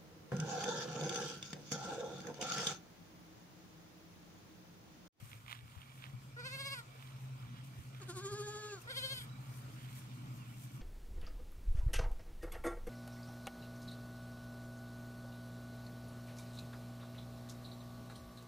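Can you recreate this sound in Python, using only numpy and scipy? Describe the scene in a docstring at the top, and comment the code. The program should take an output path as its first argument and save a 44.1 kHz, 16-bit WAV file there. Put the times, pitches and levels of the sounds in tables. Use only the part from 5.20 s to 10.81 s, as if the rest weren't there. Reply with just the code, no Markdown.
"""Two machine hums, 11 Hz apart, beat over a low rumble and far open-air hiss; grass rustles and snaps
close by, and soft knocks are bumps on the hand-held camera. On the lawn beside a tin shed two goat kids
bleat three times: harmonics through a throat, quavering about 14 times a second. Far birds chirp as short
gliding tones. Two spaced microphones hear each source at its own lag."""
import sys
import numpy as np
from scipy import signal
from scipy.fft import rfft, irfft, next_fast_len
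from scipy.io import wavfile
from scipy.ndimage import uniform_filter1d, map_coordinates

SR = 44100
rng = np.random.default_rng(int(sys.argv[2]) if len(sys.argv) > 2 else 0)


def digitize_waveform(pressure):
    """Quantize a signal to 16-bit integers and store it at the path in sys.argv[1].

    Rows of a 2-D input are taken as channels; values are limited to [-1, 1].
    """
    field = np.atleast_2d(pressure).T
    bounded = np.clip(field, -1, 1)
    quanta = np.round(bounded * 32767).astype(np.int16)
    wavfile.write(sys.argv[1], SR, quanta)


N = 247401
T = np.arange(N) / SR  # s
TOP_HZ = 15700  # band limit of the camera

# The two machine hums: low and high pitch in Hz.
HUM_HZ = (120.0, 131.11)
BEAT_S = .069  # a moment when both hums push together
# Course of the machines. Each row: time in seconds, low hum in dB, high hum in dB, rumble in dB.
MACHINE_LEVELS = [(0, -73, -60.5, -63.5), (.4, -57.5, -73, -69), (.75, -76, -57, -65.5),
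                  (1, -65, -57.5, -65.5), (1.3, -58, -51.5, -60.5), (1.75, -61, -57, -66),
                  (2.1, -54, -48.5, -61.5), (2.3, -49.5, -54, -58), (2.55, -57, -56.5, -65),
                  (3, -54.5, -51, -58.5), (3.25, -58, -53, -61.5), (3.5, -61, -67, -70),
                  (3.75, -58, -55, -62.5), (4.2, -52, -51.5, -59.5), (4.9, -52.5, -51, -58.5),
                  (5.61, -51, -53.5, -56.5)]
# Weaker lines that swell with the rumble. Each row: pitch in Hz, level in dB while the rumble is at -59.5 dB.
FAINT_HUMS = [(37.35, -81.5), (199.8, -74), (240.0, -69)]
# Colour of the rumble. Each row: frequency in Hz, relative density in dB per Hz.
RUMBLE_SPECTRUM = [(90, -50), (140, 4), (160, 0), (200, -5), (260, -7.5), (315, -8.5), (360, -24),
                   (450, -42), (600, -57.5)]
# Colour of the deepest rumble. Each row: frequency in Hz, relative density in dB per Hz.
DEEP_SPECTRUM = [(15, -62), (26, -39), (40, -8.5), (55, 3), (72, 3.5), (92, 4.5), (115, 17), (150, -12),
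                 (300, -52)]

# Colour of the open air. Each row: frequency in Hz, relative density in dB per Hz.
AIR_SPECTRUM = [(190, -6), (330, -7), (448, -6), (599, -5), (941, -6), (1040, -4), (1410, -4.5),
                (1580, -12.5), (2320, -11.5), (2510, -10.5), (4710, -15), (8840, -20), (10900, -27),
                (13700, -22), (15500, -27)]
# Course of the open air. Each row: time in seconds, level in dB.
AIR_LEVELS = [(0, -63), (.5, -66.5), (1, -62.5), (1.7, -61.5), (2.3, -61.5), (2.8, -63), (3.6, -61),
              (4.2, -59.5), (4.9, -61), (5.61, -62)]
# Part of a noise that arrives from one side. Each row: frequency in Hz, share of the power 0-1.
SHARE_FROM_SIDE = [(40, 0.6), (130, 1), (300, 0.97), (700, 0.32), (1400, 0.15), (3000, 0), (8000, 0)]

# Colour of the blades' fine hiss. Each row: frequency in Hz, relative density in dB per Hz.
BLADE_SPECTRUM = [(700, -20), (1500, -8), (3000, -13), (6000, -2.5), (9000, 0), (11000, -4), (14000, -0.5),
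                  (16000, -12)]
# Colour of the stems' coarse scuff. Each row: frequency in Hz, relative density in dB per Hz.
STEM_SPECTRUM = [(500, -12.5), (1000, 1.5), (1600, 2), (2400, 0.5), (3300, 3), (4500, -8.5), (7000, -19)]
# The grass never rests: hiss in dB, scuff in dB.
STIR_DB = (-79, -73)
# Hooves and mouths in the grass. Each row: peak in seconds, rise and fall in seconds per 10 dB,
# fine hiss in dB, coarse scuff in dB.
BRUSHES = [(.1, 0.33, 0.13, -64, -71), (.142, 0.014, 0.08, -80, -66.5), (.315, 0.033, 0.052, -61.5, -51.5),
           (.515, 0.14, 0.073, -70, -70), (.605, 0.019, .12, -73, -62.5), (.765, 0.093, 0.18, -67.5, -75),
           (.838, 0.045, 0.055, -83, -56.5), (1.02, 0.023, 0.1, -70.5, -79),
           (1.83, 0.052, 0.11, -68, -66.5), (1.892, .05, 0.083, -77, -64), (2.03, 0.072, 0.052, -69.5, -81),
           (2.37, 0.07, .05, -90, -61.5), (2.444, .01, .08, -65.5, -71), (2.6, .05, 0.098, -65, -77),
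           (2.748, 0.0055, 0.0083, -82, -67), (2.835, .02, 0.069, -78, -60), (3.62, .025, 0.029, -61, -85),
           (4.08, .03, 0.026, -74, -85), (4.216, .025, 0.018, -73, -85), (4.375, 0.096, 0.048, -60.5, -71),
           (4.54, .12, .09, -66.5, -85), (4.7, 0.014, .1, -63, -63), (4.78, 0.051, .05, -58, -64),
           (4.916, .012, 0.065, -76, -66), (4.974, 0.067, 0.023, -67.5, -80),
           (5.174, 0.12, 0.032, -65.5, -85), (5.31, 0.038, .08, -68, -80), (5.44, 0.093, .04, -59.5, -81),
           (5.56, 0.1, 0.027, -64, -86)]
# Stems that snap. Each row: start in seconds, strength in dB, treble over strength in dB.
SNAPS = [(0.1166, -49, -12), (0.1306, -41, -18), (0.2623, -49, -20), (0.2803, -40, -22), (0.2944, -45, -16),
         (0.3014, -43, -17), (0.3114, -39, -22), (0.3272, -32, -29), (0.3634, -51, -17), (0.3895, -48, -22),
         (0.617, -47, -24), (0.6294, -51, -19), (0.7771, -53, -14), (0.823, -46, -20), (0.8395, -37, -29),
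         (0.8534, -49, -19), (1.8083, -52, -17), (1.8243, -47, -20), (2.7472, -48, -23), (4.6874, -52, -7),
         (4.9142, -50, -18)]
# Ringing of a snapped stem. Each row: resonance in Hz, width in Hz, gain in dB.
SNAP_RING = [(2290, 410, 5.5), (3780, 490, -1.5), (1210, 180, 3)]

# Knocks on the camera. Each row: time in seconds, strength in dB, pitch it settles to in Hz,
# left over right in dB.
BUMPS = [(.03, -45, 108, 20), (0.433, -52, 85, 24), (0.571, -46, 81, 18), (0.941, -43, 111, 10),
         (2.592, -46.5, 82, -11), (4.75, -63, 80, 6), (5.419, -61, 81.4, -1)]

# Throat and mouth of each bleat. Each row: frequency in Hz, relative gain in dB.
THROAT_1 = [(950, -9), (1080, -4.5), (1440, 2.5), (1640, -1.5), (1900, -3), (2190, -1), (2700, -5.5),
            (4950, -4), (5450, -17.5), (7400, -18), (8150, -14.5), (9700, -24), (12200, -27.5),
            (13500, -53)]
THROAT_2 = [(800, -15.5), (1230, -8), (1660, -4), (2000, -17), (2800, -13.5), (3350, -5.5), (5000, -6),
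            (5500, -15), (6200, -12), (7000, 2), (8300, -27), (9600, -22.5), (12000, -28), (13500, -26)]
THROAT_3 = [(1060, -1), (1560, 9.5), (2100, 5.5), (2660, -11), (3190, 7.5), (3730, 0.5), (4790, -0.5),
            (5250, -10.5), (5600, -22), (6400, -9), (6900, -19), (8000, -13), (9100, -16.5), (12400, -18),
            (13800, -48)]
# The calls. Each row: start in seconds, first pitch in Hz, end in seconds, last pitch in Hz,
# treble over level in dB, place between two pushes (0-1) of the weakest level and of the pitch's turn,
# first lag of the pitch behind the push in seconds.
BLEATS = [(1.168, 474, 1.612, 444, -0.6, .4, .33, 0.0063), (2.806, 424.7, 3.6, 322, -5, 0.51, .55, 0.0218),
          (3.676, 465, 4.055, 440, 7, .45, .42, .002)]
# Pushes of the belly. Each row: time in seconds, pitch in Hz, level in dB, fundamental over level in dB,
# rasp at the lips in dB.
THROBS = [(1.201, 495, -48.5, -5.5, -83), (1.265, 529, -46.5, -7.9, -68), (1.349, 543, -47.5, -7.5, -63),
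          (1.41, 553, -46, -8.3, -59), (1.472, 557, -44.5, -9, -59), (1.535, 555, -44, -12.5, -58.5),
          (1.596, 468, -48.5, -19, -60), (2.822, 340.6, -58, 4, -67), (2.899, 342.7, -51, 4, -53.5),
          (2.978, 356.4, -52, 5.5, -53), (3.063, 389.7, -50.5, 8, -58), (3.132, 402.8, -50.4, 8.5, -55.5),
          (3.209, 408.6, -51, 9.5, -57), (3.284, 412.6, -51.5, 6, -60), (3.36, 419, -51, 3.5, -67),
          (3.45, 422.3, -51.5, 3.3, -71), (3.538, 404, -52, 6.5, -80), (3.587, 340, -59.5, 0, -76),
          (3.709, 531.6, -47, -5, -64), (3.78, 535.5, -47, -4.8, -55), (3.848, 530, -47.2, -0.7, -57.5),
          (3.925, 540, -49.5, -4, -55), (3.985, 509.6, -53, -12.3, -57), (4.018, 468, -58.5, -16, -56),
          (4.045, 444, -60, -14, -59)]
# Slack between pushes, one row a call: extra pitch shift in Hz, its fading in seconds, lasting shift in Hz,
# extra dip in dB, its fading in seconds, lasting dip in dB, rasp dip in dB.
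QUAVERS = [(-45, .14, -13, 2, .2, 5, .6), (80, .23, .6, 42, .085, 1.5, 15),
           (-200, .055, -15, 7, .12, 4.5, .6)]
# The voice starts just under its first push, then falls away after the end.
ONSET_DB, ONSET_S = -3, .008
RELEASE_DB, RELEASE_S = -10.5, .023
DULL_EDGE_DB = -7.5  # treble of the first and last push
# Rasp at the lips out on the lawn. Each row: frequency in Hz, relative density in dB per Hz.
LIPS_ON_LAWN = [(5000, -4), (7500, -5), (9500, 6), (10500, -9), (12000, -2.5), (13200, -15), (15500, -30)]
# Rasp at the lips by the wall. Each row: frequency in Hz, relative density in dB per Hz.
LIPS_NEAR_WALL = [(5500, -21), (7000, -8), (9000, -2), (10500, -10), (12000, -2), (13200, -14),
                  (15500, -26)]
# Direct sound, ground and wall add differently at the two microphones.
# Each row: frequency in Hz, lead of the left in radians, left over right in dB.
NEAR_WALL = [(100, .1, 0), (530, .55, 3), (1070, 1.45, 3), (1620, 2.3, -5), (2120, 4.2, 1), (2200, 6.3, 1),
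             (2700, 7.8, -5), (3200, 8.7, 7), (3750, 9.8, -8), (4300, 9.5, 10), (4750, 10.3, -3),
             (4950, 12.6, 0), (6300, 12.6, -1), (9500, 22, 2), (13000, 28, 3)]
# The same for the kid out on the lawn: frequency in Hz, left lead in radians, left over right in dB.
ON_LAWN = [(100, 0, 0), (420, 0, 0), (820, 0, -2), (1250, .2, 5), (1680, .3, 0), (2500, 1.7, -3),
           (3300, 2.3, 2), (5000, 1.9, -2), (7000, 3, -1), (9000, 6, 1), (13000, 8, 2)]

# Far birds. Each row: start in seconds, length in seconds, first pitch in Hz, last pitch in Hz, level in dB.
CHIRPS = [(3.48, 0.052, 2900, 2380, -63), (3.61, 0.019, 2530, 2804, -66.5), (4.09, 0.017, 3840, 3930, -67),
          (4.115, 0.029, 3920, 3920, -69), (4.15, 0.028, 3950, 3840, -72), (5.145, .035, 2350, 2400, -87),
          (5.19, 0.067, 2950, 2470, -70.5), (5.255, .03, 2530, 2450, -72), (5.285, .03, 2930, 3030, -73),
          (5.325, 0.043, 2580, 2850, -73), (5.42, 0.043, 2250, 2380, -72)]


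def amp(db):
    """Amplitude factor of a level in dB."""
    return 10 ** (np.asarray(db) / 20)


def unit(x):
    """x scaled to rms 1."""
    return x / np.sqrt(np.mean(x ** 2) + 1e-20)


def along(points, hz):
    """Values of (Hz, value) points, joined on a log frequency axis."""
    f, v = np.transpose(points)
    return np.interp(np.log(hz + 1), np.log(f + 1), v)


def curves(rows):
    """One value per sample for each column after the time."""
    s, *columns = np.transpose(rows)
    return [np.interp(T, s, column) for column in columns]


def wobble(rate):
    """A smooth random curve, rate knots a second."""
    knots = rng.standard_normal(int(N * rate / SR) + 4)
    return map_coordinates(knots, [T * rate])


def filtered(x, response):
    """x shaped by a complex response of frequency."""
    m = next_fast_len(N + SR // 2)
    return irfft(rfft(x, m) * response(np.fft.rfftfreq(m, 1 / SR)), m)[..., :N]


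def placed(x, lag_ms, pan_db):
    """The right microphone hears x lag_ms after the left; the left is pan_db louder."""
    side = np.array([[-.5], [.5]])
    return filtered(x, lambda f: amp(-side * pan_db) * np.exp(-2j * np.pi * f * side * lag_ms / 1000))


def heard(x, paths):
    """Give each microphone half of the lead and of the level difference along these paths."""
    rows, side = np.array(paths), np.array([[.5], [-.5]])

    def response(f):
        lead = np.interp(f, rows[:, 0], rows[:, 1])
        return amp(side * along(rows[:, [0, 2]], f)) * np.exp(1j * side * lead)

    return filtered(x, response)


def rush(spectrum, patchy_db, lag_ms):
    """Patchy stereo noise of rms 1: part comes from one side, part from all around."""
    z = signal.stft(rng.standard_normal((3, N)), nperseg=512)[2]
    patches = uniform_filter1d(rng.standard_normal(z.shape[1:]), 6, 0)
    patches = unit(uniform_filter1d(patches, 10, 1))
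    noise = signal.istft(z * amp(patchy_db * patches), nperseg=512)[1][:, :N]
    share = lambda f: np.clip(along(SHARE_FROM_SIDE, f), 0, 1)
    one_side = placed(filtered(noise[0], lambda f: np.sqrt(share(f))), lag_ms, 0)
    around = filtered(noise[1:], lambda f: np.sqrt(1 - share(f)))
    return unit(filtered(one_side + around, lambda f: amp(along(spectrum, f))))


def crackle(spectrum, spiky_db, channels):
    """Noise of rms 1 in flicks of about a millisecond and very unequal size."""
    sizes = np.minimum(rng.exponential(size=(channels, N // 40 + 1)), 4)
    flicks = amp(spiky_db * sizes.repeat(40, 1)[:, :N])
    noise = flicks * rng.standard_normal((channels, N))
    return unit(filtered(noise, lambda f: amp(along(spectrum, f))))


def machines():
    """Two steady hums beat; a rumble with weaker, wavering lines swells with them."""
    low_db, high_db, rumble_db = curves(MACHINE_LEVELS)
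    hums = np.zeros(N)
    for hz, db in zip(HUM_HZ, (low_db, high_db)):
        level = np.sqrt(2) * amp(db + 2.03 * wobble(6.6))
        drift = .2 * wobble(5)  # moving air shifts each hum's phase a little (radians)
        hums += level * np.cos(2 * np.pi * hz * (T - BEAT_S) + drift)
    for hz, db in FAINT_HUMS:
        level = np.sqrt(2) * amp(db + rumble_db + 59.5 + 1.6 * wobble(3.92))
        hums += level * np.sin(2 * np.pi * hz * T)
    rumble = amp(rumble_db + 2.2 * wobble(4.6)) * rush(RUMBLE_SPECTRUM, patchy_db=0, lag_ms=.37)
    # The deepest part follows the rumble's level less than half as far.
    deep_db = -67.5 + .42 * (rumble_db + 75) + .96 * wobble(3.2)
    deep = amp(deep_db) * rush(DEEP_SPECTRUM, patchy_db=1.5, lag_ms=.56)
    return placed(hums, lag_ms=.33, pan_db=.3) + rumble + deep


def air():
    """Far open-air hiss with a flickering narrow whistle, a resonant band of noise, in it."""
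    level_db = curves(AIR_LEVELS)[0]
    resonance = lambda f: 1 / (1 + ((f - 2320) / 90) ** 2)  # Hz
    whistle = unit(filtered(rng.standard_normal(N), resonance))
    whistle = placed(amp(-77 + 3.5 * wobble(20)) * whistle, lag_ms=.42, pan_db=-8)
    hiss = amp(level_db + .6 * wobble(7.4)) * rush(AIR_SPECTRUM, patchy_db=2, lag_ms=.391)
    return hiss + whistle


def snapping_stems():
    """A stem tears briefly, then gives way at once: the blow rings its resonances, with a treble tick."""
    blows, ticks = np.zeros(N), np.zeros(N)
    for s, db, treble_db in SNAPS:
        burst = np.exp(-np.arange(80) / 9) * rng.standard_normal((2, 80))
        burst /= np.linalg.norm(burst, axis=1, keepdims=True)
        start = round(s * SR)
        blows[start + 40] += amp(db + 20)
        blows[start:][:80] += amp(db + 7.5) * burst[0]
        ticks[start:][:80] += amp(db + treble_db + 15) * burst[1]

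    def ring(f):
        """Resonances of alternating sign."""
        total = 0
        for k, (hz, width, db) in enumerate(SNAP_RING):
            damping = 1j * f * width
            total = total + (-1) ** k * amp(db) * damping / (hz * hz - f * f + damping)
        return total

    return filtered(blows, ring) + filtered(ticks, lambda f: f ** 4 / (f ** 4 + 5000 ** 4))


def grass():
    """Hooves and mouths brush the blades: fine hiss, coarser scuff of stems, and stems that snap."""
    power = amp(np.array(STIR_DB)[:, None] + 4 * wobble(14)) ** 2
    for s, rise_s, fall_s, *dbs in BRUSHES:
        away = np.maximum((s - T) / rise_s, (T - s) / fall_s)
        power = power + amp(np.array(dbs)[:, None] - 10 * away) ** 2
    hiss_level, scuff_level = np.sqrt(power)
    left_right = amp([[1.5], [-1.5]])
    hiss = hiss_level * crackle(BLADE_SPECTRUM, spiky_db=3, channels=2) * left_right
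    scuff = scuff_level * crackle(STEM_SPECTRUM, spiky_db=3.6, channels=1)[0]
    return hiss + placed(snapping_stems() + scuff, lag_ms=.43, pan_db=-9)


def bumps():
    """Soft knocks on the camera body: a few falling cycles, unequal at the two microphones."""
    out, t = np.zeros((2, N + SR)), np.arange(SR // 8) / SR
    for s, db, hz, pan_db in BUMPS:
        cycles = hz * (t + .0036 * (1 - np.exp(-t / .0076)))
        knock = np.sin(2 * np.pi * cycles) * (t / .0082) * np.exp(1 - t / .0089)
        cut_db = np.maximum([[-pan_db], [pan_db]], 0)  # only the weaker side is cut
        start = round(s * SR) - 300  # the knock builds up over some milliseconds
        out[:, start:][:, :len(t)] += amp(db + 3.5 - cut_db) * knock
    return out[:, :N]


def bleat(call, quaver, throat, slack_db, jitter, flutter_db, breath_db, crack_db, hoarse_db, muffle_db):
    """Harmonics of the vocal folds through the throat; between pushes the voice sags and its pitch shifts."""
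    start_s, start_hz, end_s, end_hz, treble_db, slack_at, turn_at, lag_s = call
    shift_hz, shift_s, lasting_hz, extra_db, extra_s, dip_db, rasp_dip_db = quaver
    pushes = [row for row in THROBS if start_s < row[0] < end_s]
    push_s, push_hz, push_db, low_db, push_rasp_db = np.transpose(pushes)
    slack_s = np.r_[start_s, push_s[:-1] + slack_at * np.diff(push_s)]
    turn_s = np.r_[start_s, push_s[:-1] + turn_at * np.diff(push_s)]
    between = lambda v: np.interp(slack_s, push_s, v)
    since_start = slack_s - start_s

    # Values in the slack before each push; the first stands for the start of the call.
    slack_hz = between(push_hz) + lasting_hz + shift_hz * np.exp(-since_start / shift_s)
    slack_hz[0] = start_hz
    sag_db = between(push_db) - dip_db - extra_db * np.exp(-since_start / extra_s)
    sag_db[0] = push_db[0] + ONSET_DB
    sag_rasp_db = between(push_rasp_db) - rasp_dip_db
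    sag_rasp_db[0] = push_rasp_db[0] + 2 * ONSET_DB
    on = (T > start_s - ONSET_S) & (T < end_s + RELEASE_S)
    t, zero = T[on], 0 * slack_s

    def glide(first, a, b, last, troughs=slack_s, crests=push_s):
        """From value a between pushes to b on them, with round crests and troughs."""
        turns = np.r_[start_s - ONSET_S, np.ravel([troughs, crests], "F"), end_s, end_s + RELEASE_S]
        values = np.r_[first, np.ravel([a, b], "F"), last]
        step = np.interp(t, turns, np.arange(len(turns)))
        step = np.floor(step) + .5 - .5 * np.cos(np.pi * (step % 1))
        return np.interp(step, np.arange(len(turns)), values)

    def fading(a, b):
        """A glide in dB that rises from 25 dB below its start and dies away after the last push."""
        return glide(a[0] - 25, a, b, [b[-1] + RELEASE_DB, b[-1] - 38])

    # Loose folds as the call starts and runs out.
    loose_s = [start_s + .035, start_s + .06, end_s - .08, end_s - .04]
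    hoarse = np.interp(t, loose_s, [crack_db, 0, 0, hoarse_db])
    pitch_crest_s = push_s + lag_s * np.exp(-(push_s - start_s) / shift_s)
    pitch = glide(slack_hz[0], slack_hz, push_hz, [end_hz, end_hz], turn_s, pitch_crest_s)
    pitch = pitch * (1 + jitter * amp(2 * hoarse) * wobble(250)[on])
    level = fading(sag_db, push_db)
    # Fundamental and breath fade most when the push slackens.
    slack = glide(0, slack_db + zero, zero, [0, 0])

    k = np.arange(1, 31)[:, None]  # harmonic numbers
    flutter = np.array([wobble(30)[on] for _ in k])
    gain = amp(along(throat, k * pitch) + flutter_db * flutter)
    gain[0] = amp(np.interp(t, push_s, low_db) + slack)
    # The mouth narrows as the fundamental swells: the fourth harmonic weakens.
    swell = glide(0, zero, np.clip(low_db / low_db.max(), 0, 1), [0, 0])
    gain[3] *= amp(muffle_db * swell ** 2)
    gain[1:4] /= np.sqrt(np.sum(gain[1:4] ** 2, 0))  # harmonics 2-4 carry the level
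    high_db = treble_db + DULL_EDGE_DB * np.isin(push_s, push_s[[0, -1]])
    high_db = np.r_[high_db[0] + 2 * DULL_EDGE_DB, high_db]  # dullest at the very start
    treble = amp(np.interp(t, np.r_[start_s, push_s], high_db))
    gain[4:] *= treble / np.sqrt(np.sum(gain[4:12] ** 2, 0))

    phase = 2 * np.pi * np.cumsum(pitch) / SR
    voice, puff, rasp = np.zeros((3, N))
    harmonics = gain * np.sin(k * phase + rng.uniform(0, 2 * np.pi, k.shape))
    voice[on] = np.sqrt(2) * amp(level) * np.sum(harmonics, 0)
    # Air hisses through the folds once a cycle.
    puff[on] = amp(level + breath_db + slack + hoarse) * (1 + np.cos(phase))
    breath = filtered(rng.standard_normal(N), lambda f: amp(along(throat, f)) * f / (f + 4000))
    rasp[on] = amp(fading(sag_rasp_db, push_rasp_db))
    return voice + puff * unit(breath), rasp


def goats():
    """One kid calls twice by the wall, the other once, hoarser, out on the lawn; the yard answers faintly."""
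    first, rasp_1 = bleat(BLEATS[0], QUAVERS[0], THROAT_1, slack_db=-4, jitter=.0018, flutter_db=2.2,
                          breath_db=-18, crack_db=3, hoarse_db=5, muffle_db=0)
    second, rasp_2 = bleat(BLEATS[1], QUAVERS[1], THROAT_2, slack_db=-7, jitter=.008, flutter_db=2.8,
                           breath_db=-8, crack_db=7, hoarse_db=2, muffle_db=-24)
    third, rasp_3 = bleat(BLEATS[2], QUAVERS[2], THROAT_3, slack_db=-7, jitter=.0018, flutter_db=2.2,
                          breath_db=-17, crack_db=4, hoarse_db=13, muffle_db=0)
    t = np.arange(SR // 4) / SR
    tail = rng.standard_normal((2, len(t))) * amp(-60 * t / .22)  # falls 60 dB in .22 s
    tail /= np.linalg.norm(tail[0])
    yard = signal.fftconvolve((first + second + third)[None], tail, axes=1)[:, :N]
    # Air past teeth and lips.
    rasp = rasp_2 * crackle(LIPS_ON_LAWN, spiky_db=-3, channels=2)
    rasp += (rasp_1 + rasp_3) * crackle(LIPS_NEAR_WALL, spiky_db=2, channels=2)
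    return rasp + heard(first + third, NEAR_WALL) + heard(second, ON_LAWN) + amp(-15) * yard


def birds():
    """Short gliding whistles from far trees: sines under a round swell, stronger on the right."""
    out = np.zeros(N)
    for s, length_s, from_hz, to_hz, db in CHIRPS:
        n = round(length_s * SR)
        phase = 2 * np.pi * np.cumsum(np.linspace(from_hz, to_hz, n)) / SR
        out[round(s * SR):][:n] += np.sqrt(2) * amp(db) * np.hanning(n) ** .5 * np.sin(phase)
    return placed(out, lag_ms=.037, pan_db=-13)


def scene():
    """All sources as they add up at the two microphones."""
    return machines() + air() + grass() + bumps() + goats() + birds()


def record(dry):
    """The camera keeps nothing above its band limit."""
    return filtered(dry, lambda hz: hz < TOP_HZ)


dry = scene()
out = record(dry)
digitize_waveform(out)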